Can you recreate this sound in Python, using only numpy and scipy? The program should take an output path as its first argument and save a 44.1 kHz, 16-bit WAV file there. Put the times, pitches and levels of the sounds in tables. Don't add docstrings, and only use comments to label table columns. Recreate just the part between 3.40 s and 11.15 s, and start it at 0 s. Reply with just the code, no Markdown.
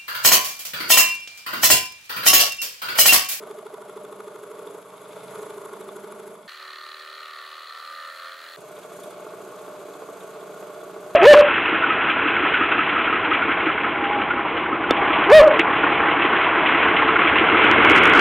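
import sys
import numpy as np
from scipy import signal
from scipy.fft import rfft, irfft, next_fast_len
from scipy.io import wavfile
from scipy.ndimage import uniform_filter1d, map_coordinates

SR = 44100
rng = np.random.default_rng(int(sys.argv[2]) if len(sys.argv) > 2 else 0)


def master(y):
    cut = np.clip(np.atleast_2d(y).T, -1, 1)
    pcm = np.round(cut * 32767)
    wavfile.write(sys.argv[1], SR, pcm.astype(np.int16))


N = 341775


def undb(db):
    return 10 ** (np.asarray(db) / 20)


def unit(x):
    return x / np.sqrt(np.mean(x ** 2))


def ring(x, modes, part=0, swung=0):
    total = 0
    for k, (hz, width_hz, *db) in enumerate(modes):
        mode = signal.lfilter(*signal.iirpeak(hz, hz / width_hz, SR), x)
        total += (-1) ** k * undb(db[part] + swung * db[-1]) * mode
    return unit(total)


def walk(n, rate_hz):
    hold = int(SR / rate_hz)
    return 0.83 * uniform_filter1d(np.repeat(rng.standard_normal(n // hold + 1), hold), hold)[:n]


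def hump(turn, at, sharp):
    return np.exp(sharp * (np.cos(2 * np.pi * (turn - at)) - 1))


def beats(turn, at, count):
    number = np.floor(count * (turn - at))
    return np.diff(number, prepend=number[0]), number


PATTERN_TURNS = 5.017


def repeating(turn, share, turns=PATTERN_TURNS, size=4096):
    turn = turn - turn[0]
    patterns = rng.standard_normal((int(turn[-1] / turns) + 2, size))
    again = map_coordinates(patterns, [turn / turns, turn % 1 * (size - 1)], order=1)
    return np.sqrt(share) * unit(again) + np.sqrt(1 - share) * rng.standard_normal(len(turn))


def rattle(turn, at, sharp=62):
    return unit(hump(turn, at, sharp) * repeating(turn, 1))


def scrape(turn, bite_db, steady, sharp, patchy_db, alike, crack=0, bite_share=0.6, turns=PATTERN_TURNS):
    bite = undb(bite_share * bite_db / 2)
    strokes = bite * hump(turn, 0.0011, sharp) + hump(turn, 0.523, sharp) / bite
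    cracks = crack * np.maximum(bite_db + 1.5, 0) / 10 * hump(turn, 0.097, 41)
    flicker = undb(patchy_db * walk(len(turn), 120))
    return (steady + strokes + cracks) * flicker * repeating(turn, alike, turns)


def circuit_noise(shape, level_db=-86.5):
    return undb(level_db) * unit(signal.lfilter([1], [1, -.97], rng.standard_normal(shape)))


# f/Hz, left minus right/dB
BALANCE_DB = [(60, -2), (110, -2.5), (200, -2.0), (380, -1.5), (700, -2), (1290, 1.0), (2380, 2),
              (4400, -1.5), (8120, 2.5), (15000, -5)]
# f/Hz, side minus mid/dB
WIDTH_DB = [(60, -2), (110, -17), (200, -14.5), (380, -27), (700, -8), (1290, -13.5), (2380, -8.5),
            (4400, -6), (8120, -2.5), (15000, -5)]


def reflections(x, decay_s=0.04, bass_cut_hz=90):
    n = next_fast_len(len(x))
    log_hz = np.log(np.arange(n // 2 + 1) * SR / n + 1)
    balance, width = (undb(np.interp(log_hz, np.log(hz), db))
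                      for hz, db in map(np.transpose, (BALANCE_DB, WIDTH_DB)))
    lag_s = np.arange(SR // 2) / SR
    echo = rfft(rng.standard_normal(len(lag_s)) * np.exp(-lag_s / decay_s), n)
    mid = rfft(signal.lfilter(*signal.butter(2, bass_cut_hz, "high", fs=SR), x), n)
    side = mid * width * echo / np.abs(echo)
    return irfft([(mid + side) * balance ** .5, (mid - side) / balance ** .5], n)[:, :len(x)]


# crank harmonic, level/dB, change with swing/dB
HUM_TONES = [(10, -62, -22), (13, -75, 20)]


def cabinet_hum(turn, swung):
    tones = sum(undb(db + change * swung) * np.sin(2 * np.pi * m * turn) for m, db, change in HUM_TONES)
    return tones * undb(2.4 * walk(len(turn), 3.03))


# f/Hz, width/Hz, level/dB x 3 parts, change with swing/dB
CABINET_MODES = [(201.3, 14.5, 8, 2, -14, -10.5), (123.4, 22.7, -10.5, -1, -9.5, -11),
                 (253, 160, -10, -29, -18, 6), (89, 105, -28, -32.5, -21, 13), (189.4, 21.6, 1, 4, 0, -6.5),
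                 (176.3, 6.4, -8, -12.5, -18, 9), (215, 14, -25, -4.5, -27, 2.5)]


def cabinet_thump(part, turn, jolt_at, alike, turns, swung):
    jolts, half_turn = beats(turn, jolt_at, count=2)
    jolts *= undb(5.5 * (half_turn % 2 - .5) + 1.1 * rng.standard_normal(len(turn)))
    rumble = 1.28 * repeating(turn, 0.57 * alike, turns)
    return ring(unit(jolts) + rumble, CABINET_MODES, part, swung)


# f/Hz, width/Hz, level/dB x 3 parts
BLADE_MODES = [(6480, 630, -3, 8, 6.5), (7790, 1950, -1.5, -6, 5.5), (8850, 2000, -4.5, 21, -0.5),
               (10120, 320, 5, 0, -8), (11420, 370, -2.5, 7, 2), (13270, 930, -13.5, -12, -6.5),
               (10480, 1440, -10, -10, 0.5)]
HISS_SHAPE = [(0.6, 2.07), (0.65, 2.9), (0.58, 1.32)]
ZING_GAIN = [1.43, .8, .4]


def blade_hiss(part, turn, bite_db, moving, treble_db):
    steady, sharp = HISS_SHAPE[part]
    friction = scrape(turn, bite_db, steady * undb(-1.6 * treble_db), sharp, patchy_db=2.1, alike=0,
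                      crack=ZING_GAIN[part], bite_share=0.33)
    return ring(moving * friction, BLADE_MODES, part)


# f/Hz, width/Hz, level/dB x 3 parts
GUIDE_MODES = [(1840, 850, -8.5, -26, -13.5), (2164, 194, 4.5, -1.5, 2.5), (2640, 580, -6, -5, -3),
               (3430, 220, 3, 1.5, 1.5), (3800, 830, -6, -5, -5), (5140, 1360, -12.5, -7, -12)]
GUIDE_SHAPE = [(.94, 0.66), (0.95, 0.83), (1, 0.51)]


def guide_chatter(part, turn, bite_db, moving, crack, snap_at, snap_gain):
    snap = snap_gain * rattle(turn, snap_at, sharp=66)
    friction = scrape(turn, bite_db, *GUIDE_SHAPE[part], patchy_db=2.3, alike=0.085,
                      crack=2 * crack, bite_share=0.58)
    return ring(snap + moving * friction, GUIDE_MODES, part)


# f/Hz, width/Hz, level/dB x 3 parts
BOARD_MODES = [(886, 58, -1.5, -7, -5.5), (966.6, 12.6, 4, 1, -4), (1096, 114, 1, -1.5, 0),
               (1297, 242, -2, -1, -3.5), (1400, 107, -2.5, 3, -1), (781, 47, -11.5, -6, -12.5),
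               (1447, 55, -6.5, -8, -12.5)]
BOARD_BITE = [0.03, 1, 0.13]


def board_rasp(part, turn, bite_db, moving, hits, steady, crack, alike):
    friction = scrape(turn, bite_db, steady, sharp=1.87, patchy_db=1, alike=0.25 * alike,
                      crack=4.1 * crack, bite_share=BOARD_BITE[part])
    return ring(hits + moving * friction, BOARD_MODES, part)


# f/Hz, width/Hz, level/dB x 3 parts, change with swing/dB
RING_MODES = [(599, 29.4, 16, 7.5, 6, 1.5), (674, 160, -1.5, -5.5, -6, 1), (488, 147, 3, 0.5, -5, 1.5),
              (633, 9.5, -11, -4.5, -8, 9), (650, 15, 1, -15, -2, 12)]
RING_SHAPE = [(0.17, 0.51), (0.17, 1.07), (0.29, 0.53)]


def table_ring(part, turn, bite_db, moving, hits, alike, turns, swung):
    friction = scrape(turn - .04, -bite_db, *RING_SHAPE[part], patchy_db=1.7,
                      alike=0.28 * alike, turns=turns)
    return ring(hits + moving * friction, RING_MODES, part, swung)


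# t/s, level/dB
TABLE_CLACKS = [(6.139, -37), (6.278, -30), (6.618, -30), (7.225, -26), (7.662, -29)]
# t/s, level/dB
SPLINTER_TEARS = [(5.204, -46.5), (5.2796, -48), (5.315, -46), (5.3529, -49), (5.3864, -46), (5.4253, -50),
                  (5.4557, -52), (5.528, -47), (5.5635, -46), (5.5994, -42.5), (5.6333, -41), (5.7036, -44)]
# t/s, level/dB
GUIDE_RASPS = [(0.2643, -49), (0.4948, -43.5), (1.272, -47), (2.2428, -50), (2.3346, -47), (2.4114, -45),
               (2.4887, -46), (5.3652, -45), (5.4316, -47), (5.5248, -46), (5.6326, -44), (6.1928, -51),
               (6.2617, -47), (6.3984, -46), (6.5345, -49), (6.8054, -42), (7.008, -47), (7.1427, -52),
               (7.4101, -47)]
# f/Hz, width/Hz, level/dB
SPLINTER_MODES = [(8100, 2900, -1), (11300, 3200, 2), (4800, 4100, -5)]
GUIDE_RASP_MODES = [(3350, 420, -3), (3750, 500, -7), (2220, 400, -11)]


def bursts(t, events, modes, attack_s, fade_s):
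    envelope = np.zeros(len(t))
    for start_s, db in events:
        a, b = np.searchsorted(t, [start_s, start_s + attack_s + 8 * fade_s])
        age_s = t[a:b] - start_s
        envelope[a:b] += undb(db) / 2 * np.minimum(age_s / attack_s, np.exp((attack_s - age_s) / fade_s))
    return envelope * ring(rng.standard_normal(len(t)), modes) if envelope.any() else envelope


def holder_slaps(turn, bounce_s=0.0061):
    pulses, _ = beats(turn, -.195, count=1)
    pulses *= undb(1.9 * rng.standard_normal(len(turn)))
    slaps = np.convolve(pulses, np.hanning(SR // 1500), "same")
    return unit(slaps + 0.46 * np.roll(slaps, int(bounce_s * SR)))


def teeth(turn, bite_db, scatter_db=1.5, per_stroke=10.2):
    tooth = np.floor(per_stroke / 2 * np.sin(2 * np.pi * turn))
    speed = np.cos(2 * np.pi * turn)
    hit = np.flatnonzero(np.diff(tooth))
    hit_db = np.sign(speed[hit]) * bite_db[hit] / 2 + scatter_db * rng.standard_normal(len(hit))
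    clicks = np.zeros(len(turn))
    clicks[hit] = np.abs(speed[hit]) ** 1.7 * undb(hit_db)
    return unit(clicks)


# f/Hz, width/Hz, level/dB x 3 parts, change with swing/dB
BUZZ_MODES = [(431.7, 43, -1.5, -4.5, 6, 1), (382.5, 66, -5.5, -5.5, 5, -0.5),
              (449, 37, -4.5, -3.5, -12, 3.5), (292, 10, -7, -26, -7, 6), (410, 13, -5, -7, -0.5, 5),
              (485.6, 13, -29, -7, -5, -4)]
BUZZ_SHAPE = [(0.86, 0.34), (0.73, 0.69), (0.96, 0.3)]


def table_buzz(part, turn, bite_db, moving, hits, alike, turns, swung):
    friction = scrape(turn, bite_db, *BUZZ_SHAPE[part], patchy_db=0.28, alike=0.5 * alike, turns=turns)
    return ring(hits + .5 * moving * friction, BUZZ_MODES, part, swung)


SEATING = [(.005, 1.19, 1.23, 0.062, 1.5, -.2), (.05, 0.74, 0.092, 0.03, 1.36, -.38),
           (.03, 0.35, 1.53, 0.45, 0.56, -.4)]
TURN_KNOCKS = [(-0.401, 0.68, 0.096, 0.82, 0.32, 0.048), (0.143, 0.57, 0.043, .1, 0.305, 0.061),
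               (-0.23, 0.15, -0.43, 0.46, 0.35, 0.67)]
PUSH_SHARE = [0.42, 0.15, 0.11]
WANDER_TURNS = [.001, .0035, .004]
REVERSAL_DIP = [0.11, 0.32, 0.12]
CRACK_GAIN = [0.94, 0.74, 0.51]
HOLD_TURNS = [8.0, 7.0, 6.0]
# level/dB x 3 parts, shares of push, rub, treble
MIX = dict(buzz=(-42.5, -44.5, -45, 0.5, 0, 0), table=(-48.5, -46, -44.5, 0.7, 1.51, -0.08),
       rasp=(-49, -47, -48, 0.59, 1.1, -0.14), chips=(-61.5, -62.5, -59.5, 0.45, 1.39, 0.45),
       hiss=(-60, -63, -59.5, .5, 1.08, 1.5), thump=(-56.5, -57, -57, 0.22, 0.74, 1))


def jigsaw(part, turn, swung, push_db, rub_db, treble_db, bite_db):
    lead, grip, steady, play, alike, jolt_at = SEATING[part]
    knock_at, knock, snap_at, snap, back_at, back = TURN_KNOCKS[part]
    crack, turns = CRACK_GAIN[part], HOLD_TURNS[part]
    cut = turn + lead
    grip *= undb(PUSH_SHARE[part] * push_db - 5 * swung)
    knock *= undb(PUSH_SHARE[part] * push_db - 3 * swung)
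    wander = WANDER_TURNS[part] * walk(len(turn), 30)
    moving = 1 - REVERSAL_DIP[part] * hump(2 * cut, 0.496, sharp=96)
    slaps = 1.27 * play * holder_slaps(turn)
    clicks = grip * teeth(cut + wander, bite_db, scatter_db=2.5)
    buzz_hits = clicks + 0.75 * slaps + back * rattle(turn, back_at)
    buzz = table_buzz(part, cut, bite_db, moving, buzz_hits, alike, turns, swung)
    opposite_clicks = grip * teeth(cut + .46, 1.2 * bite_db)
    ring_hits = 0.61 * opposite_clicks + 0.22 * slaps + knock * rattle(turn, knock_at)
    layers = dict(
        buzz=buzz,
        table=table_ring(part, cut, bite_db, moving, ring_hits, alike, turns, swung),
        rasp=board_rasp(part, cut, bite_db, moving, 0.037 * clicks + 0.63 * slaps, steady, crack, alike),
        chips=guide_chatter(part, turn, bite_db, moving, crack, snap_at, snap),
        hiss=blade_hiss(part, turn, bite_db, moving, treble_db),
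        thump=cabinet_thump(part, cut, jolt_at, alike, turns, swung))
    return sum(layers[name] * undb(db[part] + push * push_db + rub * rub_db + treble * treble_db)
               for name, (*db, push, rub, treble) in MIX.items())


# start/s, end/s, speed-up, start phase/turns (0 = mid down-stroke)
PARTS = [(0, 3.077, 1, .632), (3.078, 5.164, 3, .426), (5.169, 7.75, 1, .816)]
# t/s, f/Hz before speed-up
CRANK_HZ = [
    [(0, 13.004), (.6, 13.019), (1.25, 12.76), (1.9, 13.47), (2.6, 12.759), (3.077, 13.195)],
    [(3.078, 12.56), (3.59, 12.63), (3.78, 12.87), (3.95, 12.8), (4.32, 12.97), (4.55, 13.37),
     (4.73, 13.53), (5.01, 13.9), (5.164, 14.03)],
    [(5.169, 14.224), (7.75, 15.075)],
]
# t/s, push on teeth/dB, flank rub/dB, treble/dB, bite (down- over up-stroke)/dB
HANDS_FIRST = [(0, 2.5, 2, 0.5, 4), (.22, -0.5, 0.5, -1, 14.5), (1.0, 1, 0, 0.5, 13), (1.36, 6, -1, 1, 1),
               (1.45, -8, 3.5, 0, 0), (1.62, -7.5, 5, 0, -2), (1.76, -4.5, 6, -2, -3),
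               (1.87, -14, 9.5, 2, -4), (1.97, 6, 2.5, 2, 3.5), (2.25, 4.5, 0.5, 0.5, 7.5),
               (2.93, 1.5, 0.5, 1, 10), (2.99, -9, 3, -3, 3), (3.077, -34, 13.5, -3.5, 2)]
HANDS_FAST = [(3.08, -4, 3.5, -8, 1.6), (3.28, 4.5, -2, -1.5, 2.3), (3.7, -0.5, 0, -0.5, 4.1),
              (4.1, 5.5, -2.5, 0, 1.1), (4.68, 6, -2.5, 6, 1.3), (4.75, -3, 1.5, 5.5, 1.1),
              (4.84, 8.5, -3.4, 6, 0.51), (4.95, 3, -1.5, 3.5, 1.1), (5.164, -6.5, 3.5, 8.5, 1.2)]
HANDS_LAST = [(5.169, -4.5, 0.5, 2, -2.2), (5.26, -10.5, 4.5, 1, -1.7), (5.35, -2.5, 2, -1, -1.4),
              (5.55, -2.5, 2, 2, -1.5), (5.65, 2, 1, 1, -1.5), (5.73, -5.5, 3.5, -0.5, -1.8),
              (6.0, 3, 0, 0, -0.39), (7.75, 2, 0.5, 0, -1.5)]
PAN_DB = [0, 0.4, -0.3]
SWING_S = (4.13, 4.68)


def scene():
    out = np.zeros((2, N))
    for part, hands in enumerate((HANDS_FIRST, HANDS_FAST, HANDS_LAST)):
        start_s, end_s, speed, phase = PARTS[part]
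        first, last = int(start_s * SR), min(int(end_s * SR), N)
        t = np.linspace(start_s, end_s, (last - first) * speed)
        hand_s, *curves_db = np.transpose(hands)
        turn = phase + np.cumsum(np.interp(t, *np.transpose(CRANK_HZ[part]))) / SR
        swung = np.interp(t, SWING_S, (0, 1)) * (speed > 1)
        saw = jigsaw(part, turn, swung, *(np.interp(t, hand_s, db) for db in curves_db))
        if speed > 1:
            saw += cabinet_hum(turn, swung)
        saw += bursts(t, TABLE_CLACKS, RING_MODES, attack_s=0.002, fade_s=0.0067)
        saw += bursts(t, SPLINTER_TEARS, SPLINTER_MODES, attack_s=0.0019, fade_s=0.011)
        saw += bursts(t, GUIDE_RASPS, GUIDE_RASP_MODES, attack_s=0.0026, fade_s=0.0093)
        pan = undb(np.array([[.5], [-.5]]) * PAN_DB[part])
        stereo = signal.resample_poly(pan * reflections(saw), 1, speed, axis=1)
        age_s = np.arange(last - first) / SR
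        edge_fade = np.clip(np.minimum(age_s, age_s[::-1]) / 0.0003, .05, 1)
        out[:, first:last] = stereo * edge_fade
    return out


def record(dry):
    top_hz = 15750
    lowpass = signal.ellip(12, .2, 70, top_hz, fs=SR, output="sos")
    return signal.sosfilt(lowpass, dry + circuit_noise(dry.shape))


dry = scene()
out = record(dry)
master(out)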